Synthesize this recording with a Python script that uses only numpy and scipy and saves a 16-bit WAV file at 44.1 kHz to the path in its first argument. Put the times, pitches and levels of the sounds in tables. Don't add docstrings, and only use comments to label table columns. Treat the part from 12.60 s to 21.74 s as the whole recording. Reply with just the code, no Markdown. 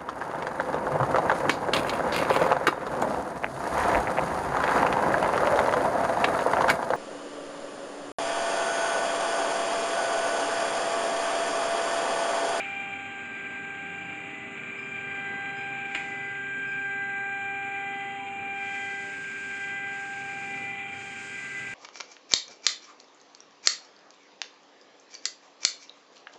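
import sys
import numpy as np
from scipy import signal
from scipy.fft import rfft, irfft, next_fast_len
from scipy.io import wavfile

SR = 44100
rng = np.random.default_rng(int(sys.argv[2]) if len(sys.argv) > 2 else 0)


def to_wav(sig):
    pcm = np.clip(np.atleast_2d(sig), -1, 1) * 32767
    pcm = np.round(pcm).astype(np.int16)
    wavfile.write(sys.argv[1], SR, pcm.T)


N = 403054
T = np.arange(N) / SR


def amp(db):
    return 10 ** (np.asarray(db) / 20)


def unit(x):
    return x / np.sqrt(np.mean(abs(x) ** 2) + 1e-20)


def curve(points):
    return np.interp(T, *np.transpose(points))


def read(points, hz):
    f, value = np.transpose(points)
    return np.interp(np.log(hz + 1), np.log(f + 1), value)


def noise(spectrum):
    size = next_fast_len(N + 4096)
    gain = unit(amp(read(spectrum, np.fft.rfftfreq(size, 1 / SR))))
    return irfft(rfft(rng.standard_normal(N), size) * gain, size)[:N]


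def drift(cutoff_hz):
    size, rate = 8192, 600
    f = np.fft.rfftfreq(size, 1 / rate)
    slow = irfft(rfft(rng.standard_normal(size)) * (f > 0) / np.sqrt(1 + (f / cutoff_hz) ** 8))
    return np.interp(T, np.arange(size) / rate, unit(slow))


def tone(hz, scatter, waver_hz):
    phase = 2 * np.pi * (hz * T + rng.random())
    share = np.clip(scatter, 0, 1)
    steady, scattered = np.sqrt(2 * (1 - share)), np.sqrt(share)
    in_phase = steady + scattered * drift(waver_hz)
    quadrature = scattered * drift(waver_hz)
    return in_phase * np.cos(phase) + quadrature * np.sin(phase)


# (harmonic number, start [s], end [s], crest level [dB])
NODE_PASSAGES = [(2, -.5, .8, -42.5), (2, .62, 2.13, -47), (2, 2.12, 3.3, -49), (2, 2.35, 4.02, -41.8),
                 (2, 3.92, 6.7, -38), (2, 5.4, 6.68, -45), (2, 6.67, 8.85, -42.2), (2, 8.6, 9.7, -55),
                 (3, -.6, 1.65, -56), (3, 1.55, 3.25, -55.5), (3, 3.3, 6.5, -56), (3, 6.3, 8, -62),
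                 (3, 8.1, 9.6, -63), (4, -.17, .47, -46), (4, .15, 1.8, -40.3), (4, 1.8, 2.35, -46.5),
                 (4, 2.1, 3.6, -37.5), (4, 3.1, 5.72, -35.7), (4, 3.55, 5, -35), (4, 5.7, 6.8, -38.7),
                 (4, 6.1, 8.14, -36.4), (4, 8.19, 10, -41.5), (5, .25, 2.1, -57), (5, 2.15, 3.3, -56),
                 (5, 3.33, 4.3, -50.5), (5, 4.3, 5.6, -48.5), (5, 5.7, 6.9, -52), (5, 7.95, 8.7, -52),
                 (5, 8.65, 9.3, -53), (6, -.3, .56, -37.5), (6, .56, 1.2, -45), (6, 1.05, 1.9, -44),
                 (6, 1.85, 2.9, -40), (6, 2.7, 3.65, -40.5), (6, 3.6, 4.44, -44), (6, 4.45, 5.55, -37.7),
                 (6, 5.53, 6.5, -37.3), (6, 6.5, 7.52, -43), (6, 7.48, 8.6, -39.2), (6, 8.52, 8.95, -47),
                 (6, 8.99, 9.6, -46), (7, -.2, .7, -52.5), (7, .9, 2.1, -52.5), (7, 2.1, 3.1, -60),
                 (7, 5.15, 6.1, -53.5), (7, 6.7, 7.5, -58), (7, 7.5, 8.45, -58), (8, -.1, .77, -54.5),
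                 (8, .8, 2, -63), (8, 2, 3.45, -55), (8, 3.45, 4.6, -56.5), (8, 4.58, 5.15, -59),
                 (8, 5.1, 5.84, -52), (8, 5.84, 6.52, -50.7), (8, 6.68, 7.45, -55), (8, 7.9, 8.95, -55),
                 (10, -.1, 1.3, -72), (10, 2.42, 3.4, -65.5), (10, 4.1, 5, -69), (10, 5, 6.4, -74),
                 (12, .45, 1.1, -77), (12, 1.1, 1.9, -80), (12, 1.95, 3.25, -78.5), (12, 3.3, 3.85, -75),
                 (12, 3.85, 4.5, -78), (12, 5.15, 5.8, -81)]

def swells(harmonic, arch_power=0.93):
    power = np.zeros(N)
    for k, start, end, db in NODE_PASSAGES:
        if round(k) == harmonic:
            inside = (T > start) & (T < end)
            arch = abs(np.sin(np.pi * (T[inside] - start) / (end - start))) ** arch_power
            power[inside] += (amp(db) * arch) ** 2
    return np.sqrt(power)


# (harmonic number, level at closest approach [dB])
DIFFUSE_FIELD = [(2, -69), (3, -67), (4, -61), (5, -62), (6, -57), (7, -64), (8, -68), (10, -80), (12, -93)]
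DRIVE_HZ, FUNDAMENTAL_DB = 396.02, -50.5
NEAREST_S, PASS_S = 4.15, 2.74

def whine():
    nearness = 1 / np.hypot(1, (T - NEAREST_S) / PASS_S)
    out = amp(FUNDAMENTAL_DB) * nearness * tone(DRIVE_HZ, scatter=0.016, waver_hz=2.3)
    for harmonic, db in DIFFUSE_FIELD:
        k = round(harmonic)
        diffuse = amp(db + drift(k / 2)) * nearness ** 0.3
        overtone = tone(k * DRIVE_HZ, scatter=0.00064 * k ** 2.13, waver_hz=18.8)
        out += np.hypot(swells(k), diffuse) * overtone
    return out


def standing(crest_s, spacing_s, node_fill=0.25):
    return np.hypot(np.cos(np.pi * (T - crest_s) / spacing_s), node_fill)


# (frequency [Hz], relative crest level [dB], time of one crest [s])
SIDEBANDS = [(2290, -56.5, 0.52), (2330, -53, .05), (2345, -53, 0.24), (2350.5, -55, .35),
             (2345, -51, 0.37), (2341, -54, 0.68), (2384, -55.5, 0.15), (2380, -57, 0.63)]
# (time [s], gain [dB])
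SIDEBAND_GAIN = [(0, 0), (.8, 3.5), (1.4, -0.5), (2.3, 0.5), (3.3, 1.5), (4.25, 2.5), (5, -0.5), (6.3, -2),
                 (7.2, -2.5), (8.4, -2), (9, 0)]
# (frequency [Hz], crest level [dB])
GEAR_OVERTONES = [(1423.9, -60.5), (1442.1, -67.5), (3564.3, -75), (4011.9, -85.5), (7128.3, -81.5),
                  (8000.3, -83.5)]
NODE_S = 1

def gear_mesh():
    sidebands = sum(amp(db) * standing(crest_s, NODE_S) * tone(hz, scatter=0.14, waver_hz=4)
                    for hz, db, crest_s in SIDEBANDS)
    out = amp(curve(SIDEBAND_GAIN)) * sidebands
    for hz, db in GEAR_OVERTONES:
        swell = standing(rng.random(), NODE_S * 6 * DRIVE_HZ / hz)
        out += amp(db) * swell * tone(hz, scatter=0.43, waver_hz=hz / 250)
    return out


# (time [s], crest level [dB])
PINION_LEVEL = [(0, -66), (.85, -51.5), (2.7, -41), (9.14, -40)]

def pinion(hz=2005.9, turn_s=0.893, crest_s=4.48, depth=0.57):
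    throb = 1 - depth + depth * np.cos(2 * np.pi * (T - crest_s) / turn_s)
    return amp(curve(PINION_LEVEL)) * throb * tone(hz, scatter=0.055, waver_hz=13)


# (frequency [Hz], relative spectral density [dB])
RASP_SPECTRUM = [(600, -32.5), (1000, -24.5), (1400, -10), (1800, -9.5), (2080, -2.5), (2350, -0.1),
                 (2500, -0.5), (2750, -7.5), (3200, -14.5), (4000, -25), (4400, -38), (5050, -41.5),
                 (5600, -85)]
# (time [s], level [dB])
RUB_LEVEL = [(0, -44), (2.7, -44.5), (3.25, -42.5), (3.75, -45.5), (4.7, -47), (5.3, -44), (5.72, -47),
             (6.05, -44), (9.14, -43.4)]

def rasp(surge_db=9.5, settle_s=0.086):
    chatter_db = 1.3 * drift(35) + 0.22 * drift(2.7)
    onset_db = surge_db * np.exp(-T / settle_s)
    return amp(curve(RUB_LEVEL) + onset_db + chatter_db) * noise(RASP_SPECTRUM)


# (frequency [Hz], relative level [dB])
HUM_LINES = [(66.6, -79), (99.8, -69), (152.1, -63.5), (173.6, -66.5), (217.4, -66.5), (238.9, -61.5),
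             (261.1, -65.5), (264.5, -60), (282, -67), (300.1, -72), (399.7, -69), (1399.7, -68.5)]
# (frequency [Hz], relative spectral density [dB])
ROAR_SPECTRUM = [(10, -44), (25, -37.5), (45, -29), (70, -18.5), (100, -1.5), (130, -3), (170, -2.5),
                 (260, 3.5), (340, -3.5), (450, -4), (580, -9), (1000, -9), (1500, -6), (2500, -10),
                 (4000, -37), (5500, -71)]
# (time [s], gain [dB])
HALL_GAIN = [(0.0, 1.8), (1.6, 2.5), (2.72, 4), (3.8, 1.5), (5.76, 1.1), (8.08, 1), (8.68, -1), (9.13, 1.5)]
# (time [s], level [dB])
DRONE_LEVEL = [(0, -73), (1.5, -68), (2.5, -58.5), (4, -58.5), (6, -64.5), (6.5, -75.5), (7.6, -58.5),
               (8.5, -60), (9.14, -58.5)]
# (frequency [Hz], relative spectral density [dB])
RUSH_SPECTRUM = [(300, -23), (480, 2.5), (750, 16), (1100, 2.5), (1500, -37)]
# (time [s], level [dB])
RUSH_ENVELOPE = [(0, -59), (1.8, -61), (3.4, -62), (4.2, -75.5), (6.5, -71), (9.14, -61.5)]

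def hall(drone_hz=130.2):
    hum = amp(-3) * sum(amp(db) * tone(hz, scatter=0.4, waver_hz=0.9) for hz, db in HUM_LINES)
    roar = amp(-50 + 0.69 * drift(3.3)) * noise(ROAR_SPECTRUM)
    drone = amp(curve(DRONE_LEVEL)) * tone(drone_hz, scatter=0.14, waver_hz=1.8)
    rush = amp(curve(RUSH_ENVELOPE)) * noise(RUSH_SPECTRUM)
    return amp(curve(HALL_GAIN)) * (hum + roar) + drone + rush


# (time of crest [s], duration [s], frequency [Hz], crest level [dB])
MACHINE_NOTES = [(.16, 0.47, 620, -59.5), (0.847, 0.93, 644, -63), (1.4, 0.76, 178.7, -53.5),
                 (1.453, 2.4, 300, -56), (1.95, 1.3, 645, -60.5), (5.654, 0.2, 990, -54),
                 (6.48, .2, 604, -57)]

def far_notes():
    out = np.zeros(N)
    for crest_s, duration_s, hz, db in MACHINE_NOTES:
        swell = np.cos(np.pi * np.clip((T - crest_s) / duration_s, -0.5, 0.5))
        out += amp(db) * swell * tone(hz, scatter=0.089, waver_hz=9)
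    return out


# (frequency [Hz], relative spectral density [dB])
LEAK_SPECTRUM = [(5800, -60), (6400, -1), (6800, 6.5), (7200, 10.5), (7700, 4.5), (8300, 0), (8800, -36.5),
                 (9500, -47)]

def leak():
    return amp(-63.5 + 0.5 * drift(11)) * noise(LEAK_SPECTRUM)


# (valve opens [s], valve shuts [s], level at full flow [dB])
VALVE_SPURTS = [(-.3, 0.01, -62), (3.223, 3.395, -58.5), (5.9, 7.06, -55.5), (7.22, 7.98, -56),
                (8.25, 9.3, -53)]
# (frequency [Hz], relative spectral density [dB])
HISS_SPECTRUM = [(2500, -6.5), (3800, -1.5), (4500, -2), (5000, 1), (5600, -6.5), (6400, 1.5), (7150, 4.5),
                 (7800, -0.5), (8700, -4.5), (9300, -21.5), (9900, -39.5), (11300, -51)]
# (frequency [Hz], relative spectral density [dB])
SIZZLE_SPECTRUM = [(7000, -32), (8800, 5), (9400, -3), (10000, -15.5), (10700, -6), (11400, -8),
                   (11900, -28)]

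def suction(rise_s=0.089, fall_s=0.17, seep_db=-94.5, sizzle_db=-76.5, sizzle_power=8):
    flow = amp(seep_db)
    for opens, shuts, db in VALVE_SPURTS:
        build_up = (1 - np.exp(-np.maximum(T - opens, 0) / rise_s)) ** 2
        decay = np.exp(-np.maximum(T - shuts, 0) / fall_s)
        flow = flow + amp(db) * build_up * decay
    hiss = unit(sum(amp(0.9 * drift(20)) * noise(HISS_SPECTRUM) for _ in range(2)))
    sizzle = amp(sizzle_db + 2.4 * drift(14)) * noise(SIZZLE_SPECTRUM)
    return flow * hiss + (flow / flow.max()) ** sizzle_power * sizzle


def click(spectrum, size=2048):
    log_gain = np.log(amp(read(spectrum, np.fft.rfftfreq(size, 1 / SR))))
    cepstrum = irfft(log_gain)
    response = irfft(np.exp(rfft(2 * cepstrum[:size // 2], size)))
    return response / abs(response).max()


# (time [s], impulse level [dB], contact bandwidth [Hz])
IMPACTS = [(.79, -47, 8000), (3.263, -42, 8000), (3.3482, -20.5, 6500), (3.3499, -18.5, 16000),
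           (3.3513, -21.5, 7000), (3.3528, -17.5, 8000), (3.356, -28, 16000), (3.3589, -19.5, 6000),
           (3.3658, -27, 8000), (3.377, -32, 8000), (3.398, -31, 10000), (5.878, -48, 8000)]
# (frequency [Hz], relative spectral density [dB])
FRAME_SPECTRUM = [(50, -38), (150, -17), (300, 0.5), (450, -15.5), (680, -15.5), (860, 0.5), (1100, -12),
                  (1300, -12), (1700, -5), (2150, 5.5), (2700, -1.5), (3300, -7.5), (4500, -21),
                  (5100, -20.5), (5600, -39), (7200, -9), (9000, -27), (10000, -47), (10700, -41),
                  (11800, -54.5)]
# (frequency [Hz], relative level [dB], 60 dB decay time [s])
MODES = [(840, -31.5, 0.066), (1650, -31.5, 0.12), (1830, -32, .2), (2003, -20.5, .11), (2094, -26, .15),
         (2294, -28, .22), (2490, -24, .3), (2660, -28.5, 0.14), (2830, -30, 0.08), (5001, -46, .35)]

def knocks(rattle_s=0.025, rattle_db=-24, room_db=-6):
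    t = np.arange(SR // 2) / SR
    force, rattle_power = np.zeros(N), np.zeros(N)
    for start_s, db, bandwidth_hz in IMPACTS:
        at = round(start_s * SR)
        pulse = np.exp(-(np.pi * bandwidth_hz * (t[:20] - t[10])) ** 2)
        force[at:at + len(pulse)] += amp(db) * pulse / pulse.sum()
        rattle_power[at:at + len(t)] += (amp(db) * np.exp(-t / rattle_s)) ** 2
    modes = sum(amp(db - 60 * t / t60) * np.sin(2 * np.pi * hz * t) for hz, db, t60 in MODES)
    crack = signal.oaconvolve(force, click(FRAME_SPECTRUM))[:N]
    ring = signal.oaconvolve(force, modes)[:N]
    rattle = amp(rattle_db) * np.sqrt(rattle_power) * noise(FRAME_SPECTRUM)
    direct = crack + ring + rattle
    return direct + amp(room_db) * reverberate(direct)


# (frequency [Hz], 60 dB decay time [s])
REVERB_TIMES = [(200, 1.8), (800, 0.88), (2000, 0.59), (4000, 0.58), (7500, 0.6), (10000, 0.2)]

def reverberate(x):
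    hz, t, bands = signal.stft(rng.standard_normal(SR), SR, nperseg=256)
    decay = amp(-60 * t / read(REVERB_TIMES, hz)[:, None])
    _, tail = signal.istft(bands * decay, SR, nperseg=256)
    return signal.fftconvolve(x, tail / np.linalg.norm(tail))[:N]


# (start [s], frequency [Hz], level [dB], level of the octave [dB])
ROLLER_SQUEAKS = [(2.17, 2490, -52, -66.5), (2.95, 2480, -45.5, -64.5), (4.06, 2510, -44.5, -68.5)]

def squeaks(rise_s=0.018, fall_s=0.15, octave_fall_s=0.075):
    out = np.zeros(N)
    for start, hz, db, octave_db in ROLLER_SQUEAKS:
        rise = np.clip((T - start) / rise_s, 0, 1)
        since_peak = np.maximum(T - start - rise_s, 0)
        note = amp(db) * np.exp(-since_peak / fall_s) * tone(hz, scatter=0.76, waver_hz=31)
        octave = np.exp(-since_peak / octave_fall_s) * tone(2 * hz, scatter=0.85, waver_hz=85)
        out += rise * (note + amp(octave_db) * octave)
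    return out


def scene():
    gantry = whine() + gear_mesh() + pinion() + rasp()
    return (gantry + hall() + far_notes() + leak() + suction() + knocks() + squeaks())[None]


def record(dry, cutoff_hz=11900):
    lowpass = signal.firwin(511, cutoff_hz, window=("kaiser", 9), fs=SR)
    return signal.oaconvolve(dry, lowpass[None], "same")


dry = scene()
out = record(dry)
to_wav(out)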